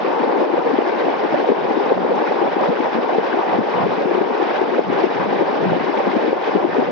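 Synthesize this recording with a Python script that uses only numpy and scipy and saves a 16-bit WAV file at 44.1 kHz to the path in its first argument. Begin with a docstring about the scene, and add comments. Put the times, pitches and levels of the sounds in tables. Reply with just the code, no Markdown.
"""Muddy flood in a stony channel

Racing water gives a lumpy rumble, a low roar and a dull hiss of torn surface: shaped noise with wandering levels.
Countless small bubbles and hollow gulps, where waves fold over pockets of air, are short gliding sine rings.
A small mono microphone with gain control hears it; a widener adds a delayed copy to one channel
and takes it from the other."""
import sys
import numpy as np
from scipy import signal
from scipy.fft import rfft, irfft, next_fast_len
from scipy.io import wavfile
from scipy.ndimage import uniform_filter1d, minimum_filter1d, map_coordinates

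SR = 44100
rng = np.random.default_rng(int(sys.argv[2]) if len(sys.argv) > 2 else 0)


def store_pcm(level_fs):
    """Save levels as 16-bit WAV."""
    pcm = np.round(np.clip(level_fs, -1, 1) * 32767).astype(np.int16)
    wavfile.write(sys.argv[1], SR, np.atleast_2d(pcm).T)


N = 304731

# Rumble level before the surge. Each row: time in seconds, level in dB.
RUMBLE_LEVEL = [(0, -43), (.7, -42), (1.1, -42.5), (1.9, -39.5), (2.5, -42.5), (3.2, -45), (3.6, -39.5),
                (4.1, -37), (4.5, -43.5), (5.0, -40), (5.7, -33.5), (6.2, -41), (6.6, -40.5), (6.91, -36)]
# Rumble spectrum. Each row: frequency in Hz, relative density in dB per Hz.
RUMBLE_SPECTRUM = [(15, -74.5), (25, -55.5), (81, -23.5), (200, 0), (260, -22.5), (440, -120)]
# Flow levels before surge and wobble. Each row: time in seconds, low roar in dB, upper roar in dB, hiss in dB.
FLOW_LEVEL = [(0, -23.5, -29, -34), (.13, -26, -25, -34.5), (.4, -21, -26, -34.5), (.65, -26.5, -26.5, -35),
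              (.95, -22.5, -25.5, -31), (1.17, -26, -25.5, -34), (1.4, -23.5, -26, -31.5),
              (1.56, -24.5, -27.5, -34), (1.75, -23.5, -27.5, -33.5), (1.9, -26.5, -25, -33),
              (1.96, -25, -27.5, -36.5), (2.1, -23, -26.5, -35.5), (2.3, -25, -27.5, -32),
              (2.42, -24, -25, -34), (2.5, -28.5, -24, -33), (2.7, -22.5, -26, -32.5),
              (3.0, -28.5, -25.5, -33.5), (3.17, -24.5, -26, -34), (3.33, -27, -26.5, -32.5),
              (3.43, -29, -24.5, -33.5), (3.54, -26.5, -24, -33), (3.6, -26, -28, -35.5),
              (3.8, -26, -24.5, -32.5), (4.0, -25.5, -27.5, -33), (4.08, -26, -27, -35),
              (4.15, -21.5, -27, -33.5), (4.3, -27.5, -26.5, -35), (4.55, -27.5, -24.5, -31.5),
              (4.69, -25.5, -29, -35.5), (4.75, -22.5, -25, -31.5), (4.82, -33.5, -32, -38),
              (4.93, -21.5, -26, -31.5), (5.15, -26.5, -27, -33.5), (5.5, -23.5, -26.5, -33.5),
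              (5.8, -25.5, -28.5, -33.5), (6.0, -26, -25.5, -33), (6.22, -20, -29, -32),
              (6.38, -29, -28, -36.5), (6.48, -26.5, -28, -31.5), (6.64, -21, -27.5, -35),
              (6.71, -32, -30.5, -34.5), (6.79, -19.5, -26.5, -33), (6.91, -25.5, -32, -34.5)]
# Roar spectrum. Each row: frequency in Hz, relative density in dB per Hz.
ROAR_SPECTRUM = [(110, -44), (190, -12.5), (328, 0), (436, 0), (660, -5.5), (805, -1.5), (1030, -6),
                 (1280, -14.5), (1500, -16), (1950, -39), (3300, -120)]
# Surface hiss spectrum. Each row: frequency in Hz, relative density in dB per Hz.
HISS_SPECTRUM = [(650, -34.5), (1100, -5.5), (1340, -10), (1570, -3), (2350, -8.5), (2770, -12.5),
                 (3720, -17.5), (4250, -22.5), (4940, -23), (5480, -26.5), (6670, -42.5), (7000, -50.5),
                 (7280, -68.5), (9460, -91), (16000, -120)]
# Slosh spectrum. Each row: frequency in Hz, relative density in dB per Hz.
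SLOSH_SPECTRUM = [(60, -120), (140, -20), (250, -2.5), (450, -4), (700, -3.5), (1200, -23.5), (3000, -120)]
# Gulps before the bass cut. Each row: time of peak in seconds, peak in dB, pitch at peak in Hz,
# length in cycles (before limiting).
GULP_EVENTS = [(0.205, -18.5, 268, 5.4), (0.382, -11.5, 463, 4.7), (0.502, -14, 395, 3.5),
               (0.539, -10.5, 354, 6.6), (0.581, -10, 520, 6.3), (0.667, -11, 478, 13),
               (0.705, -13, 440, 13), (0.739, -12.5, 279, 4.6), (0.788, -7, 392, 1.8),
               (0.793, -20, 760, 4.5), (0.821, -10, 460, 3.6), (0.893, -19, 400, 7.4), (0.948, -14, 417, 4),
               (1.084, -11.5, 750, 6.1), (1.141, -15.5, 754, 5.7), (1.249, -15.5, 323, 4.1),
               (1.343, -14, 616, 9.2), (1.359, -18, 322, 4.5), (1.398, -16.5, 404, 6.2),
               (1.428, -15, 404, 6.2), (1.445, -13.5, 747, 6.2), (1.491, -6.5, 453, 3.7),
               (1.501, -5.5, 380, 1.7), (1.513, -22, 218, 4.8), (1.519, -6.5, 440, 4.6),
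               (1.71, -20.5, 250, 5.2), (1.773, -14.5, 323, 4.5), (1.801, -13, 867, 6.5),
               (1.809, -15, 425, 18), (1.912, -12.5, 500, 12), (1.921, -4, 457, 3.2),
               (1.977, -11, 643, 3.8), (1.98, -14.5, 430, 2.9), (2.028, -19, 820, 4.2),
               (2.051, -9.5, 482, 4.9), (2.121, -11, 496, 12), (2.241, -16.5, 960, 5.3),
               (2.274, -20, 1485, 9.9), (2.312, -11, 484, 3.1), (2.322, -13.5, 792, 6.4),
               (2.34, -16.5, 317, 4.1), (2.423, -16, 353, 18), (2.441, -17.5, 484, 5.6),
               (2.458, -20, 254, 4), (2.476, -14, 566, 5), (2.481, -15, 389, 4.2), (2.567, -12, 316, 3),
               (2.611, -13, 623, 5), (2.637, -16, 1170, 6.4), (2.687, -14.5, 514, 5.5),
               (2.69, -16, 195, 4.1), (2.702, -13, 292, 4.1), (2.72, -13.5, 476, 12),
               (2.771, -19.5, 1440, 5.6), (2.805, -14.5, 310, 4.5), (2.932, -19.5, 810, 7.8),
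               (2.95, -22, 227, 3.9), (2.968, -19.5, 247, 6.6), (2.985, -10.5, 487, 3.2),
               (2.989, -14, 273, 2.7), (3.095, -14, 720, 5.7), (3.149, -13.5, 800, 11),
               (3.185, -8, 468, 4.4), (3.185, -15.5, 248, 1.9), (3.33, -20, 1593, 13),
               (3.342, -20.5, 278, 5.9), (3.374, -15.5, 364, 5), (3.394, -13.5, 363, 5),
               (3.581, -25.5, 368, 5.9), (3.59, -11.5, 253, 4.0), (3.592, -24, 155.6, 3),
               (3.608, -16, 222, 1.8), (3.795, -17.5, 1080, 5.5), (3.866, -12.5, 442, 4.6),
               (4.015, -13, 510, 5.4), (4.058, -17, 250, 2.5), (4.077, -13.5, 362, 5.5),
               (4.114, -12, 370, 4.6), (4.179, -15, 376, 8.8), (4.211, -23.5, 190, 3.6),
               (4.215, -9, 386, 3.6), (4.302, -14, 474, 6), (4.312, -19.5, 259, 4.5),
               (4.351, -14, 397, 4.1), (4.401, -13, 425, 3.5), (4.427, -13, 380, 6),
               (4.596, -16.5, 820, 5.1), (4.617, -10.5, 361, 5.3), (4.727, -15, 361, 7),
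               (4.747, -20, 1340, 4.8), (4.785, -10, 546, 7.6), (4.793, -8, 374, 2.3), (4.89, -28, 154, 3),
               (4.9, -15, 296, 3.8), (5.041, -8, 376, 6.1), (5.321, -26.5, 204, 3.8),
               (5.33, -17.5, 404, 6.2), (5.362, -18.5, 507, 6.7), (5.413, -13, 373, 6.9),
               (5.424, -21, 208, 5.3), (5.424, -8.5, 510, 4.2), (5.531, -20, 292, 5),
               (5.62, -27, 158.4, 3.8), (5.697, -21, 1524, 8.9), (5.733, -8, 670, 1.7),
               (5.742, -20.5, 200, 2.9), (5.767, -15.5, 285, 3.3), (5.897, -17, 320, 3.8),
               (6.006, -13, 527, 8.5), (6.067, -12.5, 404, 3.4), (6.077, -20, 210, 6),
               (6.168, -9.5, 280, 1.9), (6.28, -13.5, 330, 4.1), (6.291, -21.5, 227, 4.7),
               (6.33, -6.5, 468, 2.6), (6.476, -14.5, 437, 5.8), (6.489, -14, 415, 6.2),
               (6.52, -20, 810, 4.7), (6.552, -14.5, 251, 2.4), (6.559, -8.5, 406, 5.8),
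               (6.567, -16.5, 205, 3.8), (6.641, -14, 620, 3.8), (6.65, -8.5, 346, 5.3),
               (6.694, -14, 422, 4.3), (6.732, -20, 1590, 3.9), (6.781, -14, 496, 7.3),
               (6.79, -16, 263, 9.0), (6.798, -17.5, 494, 14), (6.888, -16, 540, 8.8)]
# Widener copy. Each row: frequency in Hz, gain in dB, phase lead in radians.
WIDENER_COPY = [(100, 1.5, .12), (250, 0.3, .15), (450, -0.5, .38), (750, -1.5, .4), (1100, -2.5, .3),
                (1600, -1.5, .12), (3500, -2.5, .05), (7000, -3, .01)]

ROAR_SPLIT_HZ = 590  # low roar below, upper roar above
COPY_LAG_S, LATE_COPY_LAG_S = 72 / 44100, 178 / 44100
TOP_HZ = 7400


def amp(db):
    """Gain of a level in dB."""
    return 10 ** (np.asarray(db) / 20)


def unit(x):
    """x at rms 1."""
    return x / np.sqrt(np.mean(x ** 2) + 1e-20)


def columns(rows, at, scale=lambda v: v):
    """Every column after the first, interpolated at the given places."""
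    first, *rest = np.transpose(rows)
    return [np.interp(scale(at), scale(first), column) for column in rest]


def wobble(rate_hz):
    """Smooth random curve through rate_hz knots a second."""
    place = np.arange(N) * rate_hz / SR
    knots = rng.standard_normal(int(N * rate_hz / SR) + 4)
    return map_coordinates(knots, [place])


def filtered(x, response):
    """x times a complex response of frequency in Hz."""
    size = next_fast_len(N + 8192)
    hz = np.fft.rfftfreq(size, 1 / SR)
    return irfft(rfft(x, size) * response(hz), size)[..., :N]


def spectrum_gain(spectrum, hz):
    """Gain read from (Hz, dB) points on a log frequency axis."""
    return amp(columns(spectrum, hz, np.log1p)[0])


def coloured(x, spectrum):
    """x shaped by a spectrum, at rms 1."""
    return unit(filtered(x, lambda hz: spectrum_gain(spectrum, hz)))


def smoothed(x, time_s):
    """One-pole average with the given time constant."""
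    keep = np.exp(-1 / (time_s * SR))
    return signal.lfilter([1 - keep], [1, -keep], x)


def patchy_noise(depth_db, frames):
    """White noise with random gain patches over time and frequency; a frame is about 6 ms."""
    bins = signal.stft(rng.standard_normal(N), SR, nperseg=512)[2]
    field = uniform_filter1d(rng.standard_normal(bins.shape), size=9, axis=0)
    field = unit(uniform_filter1d(field, size=frames, axis=1))
    return signal.istft(bins * amp(depth_db * field), SR, nperseg=512)[1][:N]


def air_pockets(peak_s, peak_db, hz, cycles, glide, size, snap=1):
    """Sine rings that swell and fade over a few cycles as pitch glides; snap quickens the swell, slows the fade."""
    k = np.arange(size) - size // 2
    cycles = np.clip(cycles, 2.5, 12)
    lives = k * (hz / cycles)[:, None] / SR  # time from the peak, in lives of the pocket
    swell = np.exp(-8 * np.where(lives < 0, snap * lives, lives / snap) ** 2)
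    turns = cycles[:, None] * (lives + glide[:, None] * lives * lives / 2)
    rings = amp(peak_db)[:, None] * swell * np.sin(2 * np.pi * turns)
    # Padding of one ring at each end keeps every index positive.
    at = np.round(peak_s * SR).astype(int)[:, None] + k + size
    return np.bincount(at.ravel(), rings.ravel(), N + 2 * size)[size:N + size]


def bubbles(count, mid_hz, spread_octaves, spread_db, cycles, size):
    """Dense random crowd of air pockets of unlike pitch and strength, gliding up, at rms 1."""
    peak_s = rng.random(count) * N / SR
    hz = mid_hz * 2 ** (spread_octaves * np.clip(rng.standard_normal(count), -2, 2))
    peak_db = spread_db * np.clip(rng.standard_normal(count), -2, 2)
    return unit(air_pockets(peak_s, peak_db, hz, np.full(count, cycles), np.full(count, .2), size))


def rumble(surge_db):
    """Lumpy bass: low noise whose level wobbles strongly."""
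    lumps = amp(6.6 * wobble(9)) * coloured(rng.standard_normal(N), RUMBLE_SPECTRUM)
    level_db, = columns(RUMBLE_LEVEL, np.arange(N) / SR)
    return amp(level_db + surge_db) * unit(lumps)


def roar(surge_db, low_db, upper_db, fold):
    """Churning noise in two bands, big bubbles in the low one; each fold of a wave thins the low band."""
    churn = coloured(patchy_noise(depth_db=0.69, frames=5), ROAR_SPECTRUM)
    big = bubbles(count=900, mid_hz=352.0, spread_octaves=0.43, spread_db=3.0, cycles=3.9, size=2400)

    def low_share(hz):
        return 1 / (1 + (hz / ROAR_SPLIT_HZ) ** 8)

    low = filtered(churn, lambda hz: np.sqrt(low_share(hz))) + amp(-12.5) * big
    upper = filtered(churn, lambda hz: np.sqrt(1 - low_share(hz)))
    low_gain = amp(low_db + surge_db + 0.9 * wobble(24)) / (1 + fold / amp(-8.5))
    upper_gain = amp(upper_db + surge_db + 1.2 * wobble(26))
    return low_gain * unit(low) + upper_gain * unit(upper)


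def hiss(surge_db, level_db):
    """Torn surface: patchy dull noise with small bubbles and spatter riding on it."""
    small = bubbles(count=9000, mid_hz=1770, spread_octaves=0.47, spread_db=4.0, cycles=3.0, size=500)
    spatter = bubbles(count=1500, mid_hz=2620, spread_octaves=0.49, spread_db=2.0, cycles=3.6, size=400)
    spray = coloured(patchy_noise(depth_db=1.47, frames=3), HISS_SPECTRUM)
    spray = spray + amp(-7.0) * small + amp(-17.5) * spatter
    return amp(level_db + surge_db + 0.49 * wobble(34)) * unit(spray)


def slosh(fold):
    """Burst of noise in the wake of each fold, following its strength."""
    return amp(-6) * fold * coloured(rng.standard_normal(N), SLOSH_SPECTRUM)


def flood(folds):
    """Rumble, roar and hiss surge together and each on its own; folds thin the low roar and leave slosh."""
    low_db, upper_db, hiss_db = columns(FLOW_LEVEL, np.arange(N) / SR)
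    surge_db = 0.3 * wobble(18) + 0.7 * wobble(32)
    power = smoothed(uniform_filter1d(folds ** 2, size=200), time_s=0.012)
    fold = np.sqrt(np.abs(power))
    return rumble(surge_db) + roar(surge_db, low_db, upper_db, fold) + hiss(surge_db, hiss_db) + slosh(fold)


def gulps():
    """Waves fold over air pockets, whose pitch mostly sags a little; deep bass is cut."""
    peak_s, peak_db, hz, cycles = np.transpose(GULP_EVENTS)
    glide = rng.normal(-0.17, 0.081, len(peak_s))
    rings = air_pockets(peak_s, peak_db, hz, cycles, glide, size=4000, snap=1.24)
    return filtered(rings, lambda f: 1 / (1 + (105 / (f + 1)) ** 6))


def scene():
    """All the water reaches one microphone: two equal channels."""
    folds = gulps()
    return np.tile(flood(folds) + folds, (2, 1))


def gain_control(x, knee_db, strength, smoothing_s):
    """Peaks over the knee, held for 10 ms and smoothed, pull the gain down by strength dB per dB."""
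    peak_db = 20 * np.log10(np.abs(x) + 1e-9)
    over_db = -minimum_filter1d(-np.maximum(peak_db - knee_db, 0), size=441, origin=220)
    return x * amp(-strength * smoothed(over_db, smoothing_s))


def widener(hz):
    """Response of the side signal: a delayed inverted copy, then a weaker later one of the treble."""
    copy_db, lead_rad = columns(WIDENER_COPY, hz, np.log1p)
    copy = amp(copy_db) * np.exp(1j * lead_rad - 2j * np.pi * hz * COPY_LAG_S)
    treble = amp(-12.0) / (1 + (2800 / (hz + 1)) ** 4)
    return treble * np.exp(-2j * np.pi * hz * LATE_COPY_LAG_S) - copy


def faint_hiss():
    """Treble noise, independent in the two channels, at rms 1."""
    noise = rng.standard_normal((2, N))
    return unit(filtered(noise, lambda hz: spectrum_gain(HISS_SPECTRUM, hz) / (1 + (3300 / (hz + 1)) ** 4)))


def record(dry):
    """Gain control, bass cut, widener, faint hiss, soft overload, band limit."""
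    held = gain_control(dry[0], knee_db=-11.5, strength=0.99, smoothing_s=0.059)
    mid = filtered(held, lambda hz: (1j * hz / (45 + 1j * hz)) ** 2)
    side = filtered(mid, widener)
    wide = np.array([mid + side, mid - side]) + amp(-56) * faint_hiss()
    limited = wide / (1 + np.abs(wide / .99) ** 14) ** (1 / 14)
    return filtered(limited, lambda hz: hz < TOP_HZ)


dry = scene()
out = record(dry)
store_pcm(out)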